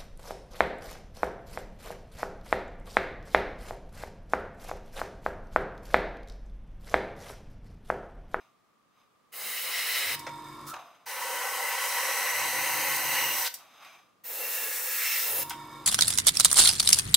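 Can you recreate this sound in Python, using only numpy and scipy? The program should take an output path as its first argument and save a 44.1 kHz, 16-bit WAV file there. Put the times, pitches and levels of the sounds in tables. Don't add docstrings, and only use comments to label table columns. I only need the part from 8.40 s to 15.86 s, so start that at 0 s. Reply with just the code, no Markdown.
import sys
import numpy as np
from scipy import signal
from scipy.fft import rfft, irfft, next_fast_len
from scipy.io import wavfile
from scipy.ndimage import uniform_filter1d, map_coordinates

SR = 44100
rng = np.random.default_rng(int(sys.argv[2]) if len(sys.argv) > 2 else 0)


def generate_wav(sig):
    pcm = np.round(np.clip(np.atleast_2d(sig).T, -1, 1) * 32767).astype(np.int16)
    wavfile.write(sys.argv[1], SR, pcm)


def rack_gain(trim_db):
    fader = np.asarray(trim_db, float)
    return 10 ** (fader / 20)


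N = 328986
TIME, PAD = np.arange(N) / SR, next_fast_len(N + SR)
FREQ = np.fft.rfftfreq(PAD, 1 / SR) + 1e-3
BENCH_T60_S, ROOM_T60_S = 0.083, 0.37
# (start [s], stop [s], level [dB], loudest moment of first beat [s])
RUNS = [
    (1.64, 2.29, -0.5, 1.765),
    (3.947, 4.946, -2.5, 4.025),
    (6.896, 7.6, -1, 7.04),
]


def level(x, db):
    return x * rack_gain(db) / np.sqrt(np.mean(x ** 2))


def shape(table):
    hz, db = np.transpose(table)
    return rack_gain(np.interp(np.log(FREQ), np.log(hz), db))


def bell(hz, width_hz):
    return 1 / (1 + 1j * (FREQ / hz - hz / FREQ) * hz / max(width_hz, 5.))


def lift(table):
    return rack_gain(sum(db * abs(bell(hz, width_hz)) ** 2 for hz, width_hz, db in table))


def colour(x, gain):
    return irfft(rfft(x, PAD) * gain, PAD)[..., :N]


def noise(gain):
    return level(colour(rng.standard_normal(N), gain), 0)


def walk(rate_hz):
    k = int(SR / rate_hz)
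    steps = np.repeat(rng.standard_normal(N // k + 1), k)
    return 1.313 * uniform_filter1d(uniform_filter1d(steps, k), k)[:N]


def gate(start, stop, rise, fall):
    opening = 1 - np.exp(-np.clip(TIME - start, 0, None) / rise)
    return opening * np.exp(-np.clip(TIME - stop, 0, None) / fall)


def swell(at, rise, fall):
    return np.exp(np.where(TIME < at, (TIME - at) / rise, (at - TIME) / fall))


def echoes(t60_s):
    tail = rng.standard_normal(SR) * np.exp(-np.log(1000) * TIME[:SR] / t60_s)
    return rfft(tail / np.sqrt(np.sum(tail ** 2)), PAD)


def split(edges_hz):
    below = [0 * FREQ] + [1 / (1 + (FREQ / e) ** 12) for e in edges_hz] + [1 + 0 * FREQ]
    return [np.sqrt(np.clip(b - a, 0, 1)) for a, b in zip(below, below[1:])]


def add(out, at, sound):
    i = int(at * SR)
    out[i:i + len(sound)] += sound[:N - i]


def room_floor():
    # (frequency [Hz], density [dB per Hz])
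    floor_points = [(15, -53), (25, -19), (91, -16), (107, -6), (141, -6.5), (200, -3.5), (372, -7.5),
                    (415, -7), (515, -6.5), (933, -10), (1190, -1), (1400, -12), (15900, -31)]
    return noise(shape(floor_points)) * rack_gain(-70 + .8 * walk(3))


def fan():
    return rack_gain(-77) * noise(bell(1207, 77) ** 2)


def slides():
    # (fastest [s], level [dB], speed-up [s], slow-down [s], rub against body [dB])
    pushes = [
        (0.005, -64.5, 0.011, 0.058, -4.5),
        (0.6, -72.5, 0.058, .06, -1.5),
        (2.342, -37, 0.0069, 0.026, -16),
        (2.4, -52.5, .03, 0.14, -7.5),
        (5.201, -61, 0.045, 0.11, -5),
        (5.46, -56.5, 0.098, 0.075, 0),
        (5.56, -65, 0.064, .06, -2),
    ]
    # (frequency [Hz], density [dB per Hz])
    slide_points = [(180, -27), (300, -2), (432, -10.5), (700, 9), (1480, 0), (1630, -8), (2240, -11),
                    (3810, -12), (4210, -23), (13200, -29), (15900, -30)]
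    # (frequency [Hz], width [Hz], lift [dB])
    rub_modes = [(1150, 200, 6.5), (2500, 570, 6), (3900, 120, 2.5), (5060, 200, 13), (6180, 380, 13),
                 (12800, 700, 9)]
    grit_db = -4
    slips = rng.standard_normal(N) * rack_gain(1.2 * walk(80))
    tone = shape(slide_points) * lift(rub_modes)
    body, rub, grit = (level(colour(slips, band * tone), 0) for band in split((1800, 4200)))
    scrape = rub + rack_gain(grit_db) * grit
    out = np.zeros(N)
    for at, db, rise, fall, rub_db in pushes:
        out += rack_gain(db) * swell(at, rise, fall) * (body + rack_gain(rub_db) * scrape)
    return out


def taps():
    # (time [s], peak [dB], centre [Hz], t60 [s])
    contacts = [
        (0.412, -69, 1170, 0.04),
        (1.865, -28, 961, 0.085),
        (1.89, -35, 1030, 0.04),
        (2.338, -29.5, 1170, 0.028),
        (2.363, -37, 1150, 0.024),
        (2.545, -55, 1500, 0.04),
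        (5.447, -39, 2220, 0.037),
        (5.468, -52, 2300, 0.035),
        (7.104, -25, 1500, 0.075),
        (7.13, -37, 1390, 0.06),
    ]
    mode_gains = ((.58, 0.48), (1, 0.52), (1.4, 0.41), (2.1, 0.34), (3.3, 0.12), (5.5, 0.089))
    out, t = np.zeros(N), TIME[:SR // 4]
    for at, db, hz, t60 in contacts:
        decay = rack_gain(-60 * t / max(t60, .005))
        blow = decay * (1 - np.exp(-t / 0.0014)) * rng.standard_normal(len(t))
        hull = sum(g * bell(hz * r, 0.31 * hz * r) ** 2 for r, g in mode_gains)
        tap = colour(blow, hull)[:len(t)]
        add(out, at, rack_gain(db) * tap / abs(tap).max())
    return out


def airbrush():
    # (open [s], shut [s], full-flow nozzle hiss [dB], first shortfall [dB], build-up [s])
    pulls = [
        (0.92, 1.752, -34, 7.5, 0.11),
        (2.657, 5.08, -34, 8, 0.34),
        (5.836, 7.031, -32, 9.5, 0.21),
    ]
    # (hull boom [dB], jet splash [dB], shear hiss [dB])
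    poses = [
        (-14, -3.5, -8),
        (-4, -1.5, -4),
        (-15.5, -10.5, -5.5),
    ]
    # (time [s], nearness to surface [dB], aim into hollow [dB])
    strokes = [
        [(0.93, -7.5, -1.5), (1.05, -5, 1), (1.2, -2, -1.5), (1.4, 1, -0.5), (1.6, 3.5, 0.5), (1.7, 3, 4),
         (1.75, -0.5, 2)],
        [(2.67, 1.5, -0.5), (2.9, -1.5, 4), (3.15, -2.5, 3), (3.4, 0, 0), (3.95, 1, 0.5), (4.4, 1, -1),
         (4.65, 0.5, -3), (4.85, 1.5, -2.5), (5.08, -2, -6.5)],
        [(5.85, -3.5, -0.5), (6.0, -3.5, 7.5), (6.13, 1, 1.5), (6.3, -1.5, 0), (6.45, 0, -1), (6.65, 7, -6),
         (6.8, 2, -4), (6.92, -4.5, 5), (7.03, -4, 1.5)],
    ]
    # (frequency [Hz], density [dB per Hz])
    jet_points = [
        [(59, -68), (100, -39.5), (357, -27), (534, -6), (581, -14.5), (927, -11), (1580, -14), (1990, -4.5),
         (2360, -7.5), (3040, -9.5), (3380, -15.5), (3920, -6.5), (5390, -9.5), (12100, -16), (15900, -10.5)],
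        [(59, -81), (100, -54), (414, -18), (523, -2.5), (660, -16), (799, -1), (927, -1.5), (1220, -13),
         (1990, -4.5), (2170, -9.5), (3110, -10), (3600, -20), (4010, -12.5), (6810, -17), (15900, -4.5)],
        [(59, -70), (100, -51), (389, -11), (501, -4.5), (674, -4), (927, 1.5), (1200, -9), (1910, -8.5),
         (2620, -8.5), (3530, -17), (7730, -13.5), (8970, -13), (9970, -11), (14900, 4.5), (15900, -1)],
    ]
    # (frequency [Hz], width [Hz], lift [dB])
    hollow_modes = [
        [(496, 100, -2.5), (2020, 170, 4.5), (2589.9, 75, 8.5), (2940, 410.1, 7), (3880.1, 150, 3),
         (12300, 720, 9.5)],
        [(514, 64, 2), (820, 63, 1), (965, 79, 7), (1103, 76, 8), (1500, 150, 3.5), (1650, 61, -11),
         (2030, 130, 5), (2530, 52, 6.5), (2790, 120, 7), (3034, 87, 6), (4060, 110, 5.5), (4490, 84, 5),
         (6020, 1550, 7.5)],
        [(233, 100, 9.5), (491.01, 100, 12), (1690, 39, 3), (1880, 79.99, 5), (2230, 73, 0), (2640, 189.96, 5),
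         (9100, 260.1, 6)],
    ]
    edges_hz = (1300, 3400, 9000)
    by_nearness = (0.01, 1, 0.53, .05)
    by_aim = (0.96, 0.2, 0.015, .01)
    bench_db, hand_db, hand_t60_s = -9, -3, .012
    mat_share, mat_delay_s, mat_sway_s = .2, 0.00051, .00005
    valve_open_s, valve_shut_s = 0.012, 0.0045

    out = 0
    for pull, pose, stroke, open_jet, hollows in zip(pulls, poses, strokes, jet_points, hollow_modes):
        start, stop, full_db, short_db, build = pull
        tone = shape(open_jet) * lift(hollows)
        hand = rack_gain(hand_db) * FREQ / (FREQ + 8000)
        turn = 1.15 * walk(1.501)
        jet = 0
        for weight in (np.cos(turn), np.sin(turn)):
            paths = 1 + rack_gain(bench_db) * echoes(BENCH_T60_S) + hand * echoes(hand_t60_s)
            jet = jet + weight * noise(tone * paths)
        late = (TIME - mat_delay_s - mat_sway_s * walk(1.45)) * SR
        jet = jet + mat_share * map_coordinates(jet, [late], order=3)
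        shortfall_db = short_db * np.exp(-np.clip(TIME - start, 0, None) / build)
        flow_db = full_db - shortfall_db + .5 * walk(14)
        flow = rack_gain(flow_db) * gate(start, stop, valve_open_s, valve_shut_s)
        s, near, aim = np.transpose(stroke)
        for band, db, a, b in zip(split(edges_hz), (*pose, 0), by_nearness, by_aim):
            band_db = db + np.interp(TIME, s, a * near + b * aim) + 0.91 * walk(25)
            out = out + level(colour(jet, band), 0) * rack_gain(band_db) * flow
    return out


def jolts():
    # (time [s], frequency [Hz], level [dB], decay [s])
    thumps = [
        (1.03, 200, -59.5, 0.031),
        (1.65, 94.4, -55, .06),
        (2.31, 80, -63, .03),
        (3.93, 95, -57, 0.08),
        (4.96, 81, -58, .03),
        (6.9, 95, -55, .06),
    ]
    return sum(rack_gain(db) * np.sin(2 * np.pi * hz * TIME) * gate(s, s + 0.033, 0.02, decay)
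               for s, hz, db, decay in thumps)


def singing():
    # (start [s], stop [s], frequency [Hz], width [Hz], level [dB])
    songs = [(1.3506, 1.7, 2020, 120, -45), (3.17, 3.291, 2030, 94, -37.5), (3.7, 4.3, 2030, 100, -45.5),
             (3.998, 4.816, 830, 70, -44), (4.6, 4.933, 2828, 200, -35.5),
             (5.042, 5.076, 4000, 2900, -31.5), (5.95, 6.277, 2730, 86, -43.5),
             (6.3, 7.02, 2700, 100, -49.5), (1.2, 1.75, 5000, 250, -49), (6.15, 6.34, 1700, 100, -48),
             (6.56, 6.77, 2150, 650, -37), (6.5, 7.022, 15000, 80.02, -50),
             (2.123, 2.2964, 1106, 160.04, -50), (2.267, 2.321, 1320, 160, -42),
             (7.2, 7.47, 1080, 150, -59), (5.396, 5.55, 2400, 300, -59), (2.9, 5.057, 12300, 500, -43.5),
             (3.995, 5.052, 14200, 700, -36), (5.27, 5.43, 3600, 150.1, -66.5),
             (5.895, 6.154, 11400, 699.8, -41), (6.1, 6.394, 10600, 620, -48),
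             (6.6, 6.743, 5400, 500.5, -41.5), (6.85, 6.997, 10770, 700, -38)]
    out = 0
    for start, stop, hz, width_hz, db in songs:
        length = stop - start
        tone = noise(bell(hz, width_hz) ** 2)
        out = out + rack_gain(db) * tone * gate(start, stop, length / 3, min(length / 6, .03))
    return out


def motor_hum(turns, gates):
    # (shaft multiple, level [dB])
    orders = [(1, -26), (2, -4.5), (3, -21), (4, -11), (5, -5), (6, 4.5), (7, -18), (8, -26), (9, -13),
              (10, -2), (11, -39), (12, -8.5), (13, 3.5), (14, -8), (15, 1.5), (16, -26)]
    beat_hz, beat_depth = 5.97, 0.68
    beat = sum(np.exp(2j * np.pi * beat_hz * (TIME - run[3])) * (on > 1e-3) for run, on in zip(RUNS, gates))
    hum = 0
    for k, db in orders:
        line = np.exp(2j * np.pi * (k * turns + rng.random()))
        hum = hum + rack_gain(db) * (line * (1 + (k == 6) * beat_depth * beat)).imag
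    return level(hum, -53)


def case_noise(turns):
    # (frequency [Hz], width [Hz], level [dB])
    case_modes = [(955, 42, -3), (1065, 100, -2), (1366, 83, -10), (1787, 190, -10.5), (2238, 85, -7),
                  (3644, 205, -8), (5000, 380, -17), (6200, 128, -23), (7100, 250, -23), (8220, 220, -19.5),
                  (10470, 320, -25), (13300, 200, -28), (13650, 150, -20), (14700, 200, -33)]
    # (frequency [Hz], density [dB per Hz])
    air_points = [(35, -51), (60, -15), (346, -10.5), (782, -13), (943, -4.5), (1500, -19), (3100, -23),
                  (3650, -19), (4300, -24), (13500, -32.5), (15900, -52)]
    knock_db, rattle_db, air_db = -64, -51, -52
    case = sum((-1) ** k * rack_gain(db) * bell(hz, width_hz) ** 2
               for k, (hz, width_hz, db) in enumerate(case_modes))
    stroke = np.floor(2 * turns).astype(int)
    uneven_db = 2.9 * (np.arange(N // 500) % 2)
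    size = rack_gain(1.0 * rng.standard_normal(N // 500) - uneven_db)
    knocks = np.diff(stroke, prepend=0) * size[stroke]
    puff = 6.2 + np.exp(-(2 * turns % 1) / 0.59)
    rattle = colour(puff * rack_gain(2.0 * walk(40)) * rng.standard_normal(N), case)
    air = puff * noise(shape(air_points))
    return level(colour(knocks, case * FREQ), knock_db) + level(rattle, rattle_db) + level(air, air_db)


def whine(turns):
    # (shaft multiple, rms level [dB])
    whine_lines = [(40, -47), (42, -58), (44, -58), (46, -55.5), (48, -62.5), (51, -68.5), (54, -66),
                   (58, -64)]
    fade_db_s, hold_s = -40, .3
    starts = np.array(RUNS)[:, 0]
    since = TIME - starts[np.clip(np.searchsorted(starts, TIME) - 1, 0, None)]
    fade = rack_gain(fade_db_s * np.clip(since - hold_s, 0, .4))
    out = 0
    for k, db in whine_lines:
        gain = np.sqrt(2) * rack_gain(db + .7 * walk(8)) * (fade if k == 40 else 1)
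        out = out + gain * np.sin(2 * np.pi * (k * turns + rng.random()))
    return out


def compressor():
    shaft_hz, spin_up_s, spin_down_s = 23.52, 0.087, 0.044
    gates = [rack_gain(db) * gate(a, b, spin_up_s, spin_down_s) for a, b, db, _ in RUNS]
    turns = np.cumsum(shaft_hz * (1 + .0007 * walk(3))) / SR
    return sum(gates) * (motor_hum(turns, gates) + case_noise(turns) + whine(turns))


def trigger_clicks():
    # (time [s], peak [dB])
    springs = [
        (1.793, -26.5),
        (5.1407, -21),
        (7.0962, -21.5),
    ]
    # (frequency [Hz], level [dB], t60 [s])
    metal_modes = [(5000, -8, .02), (5600, -2, .05), (5900, 0, .05), (7000, -4, .02), (8200, -2, .025),
                   (10600, -4, .02), (12800, -4, .02), (13800, -4, .02)]
    out, t = np.zeros(N), TIME[:SR // 4]
    metal = sum(rack_gain(g) * bell(hz, 9 / t60) for hz, g, t60 in metal_modes)
    for at, db in springs:
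        decay = np.exp(-t / 0.0034) + 0.36 * np.exp(-t / 0.019)
        shake = decay * rng.standard_normal(len(t))
        click = .5 * np.diff(shake, prepend=0) + 1.7 * colour(shake, metal)[:len(t)]
        add(out, at, rack_gain(db) * click / abs(click).max())
    return out


def vents():
    # (time [s], length [s], level [dB])
    releases = [
        (2.264, 0.042, -44),
        (4.943, 0.077, -40),
    ]
    opening = sum(rack_gain(db) * gate(s, s + length, 0.0043, 0.017) for s, length, db in releases)
    return noise(abs(bell(7300, 14000))) * opening


def scene():
    # (frequency [Hz], side minus mid [dB])
    near_width = [(60, -30), (400, -20), (800, -20), (1600, -12), (3500, -10.5), (7000, -5.5),
                  (12500, -6.5), (15000, -10)]
    # (frequency [Hz], side minus mid [dB])
    far_width = [(60, -21), (200, -15), (700, -13), (1290, -14), (2380, -9), (6000, -6), (15000, -9)]
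    room_db, room_dull_hz, floor_width_db = -10.5, 9050, -3
    near = slides() + taps() + airbrush() + singing() + trigger_clicks()
    far = jolts() + compressor() + vents()
    room = rack_gain(room_db) * echoes(ROOM_T60_S) / (1 + 1j * FREQ / room_dull_hz)
    mid = colour(near + far, 1 + room) + room_floor() + fan()
    walls = .85 * echoes(BENCH_T60_S) + .5 * echoes(ROOM_T60_S)
    side = colour(near, shape(near_width) * walls) + colour(far, shape(far_width) * walls)
    side = side + rack_gain(floor_width_db) * room_floor()
    return np.array([mid + side, mid - side])


def roll_off(x):
    return signal.sosfilt(signal.butter(12, 16520, fs=SR, output="sos"), x)


def record(dry):
    top_hz = 15780
    cut = colour(dry, 1 / np.sqrt(1 + (FREQ / top_hz) ** 1600))
    return roll_off(cut)


dry = scene()
out = record(dry)
generate_wav(out)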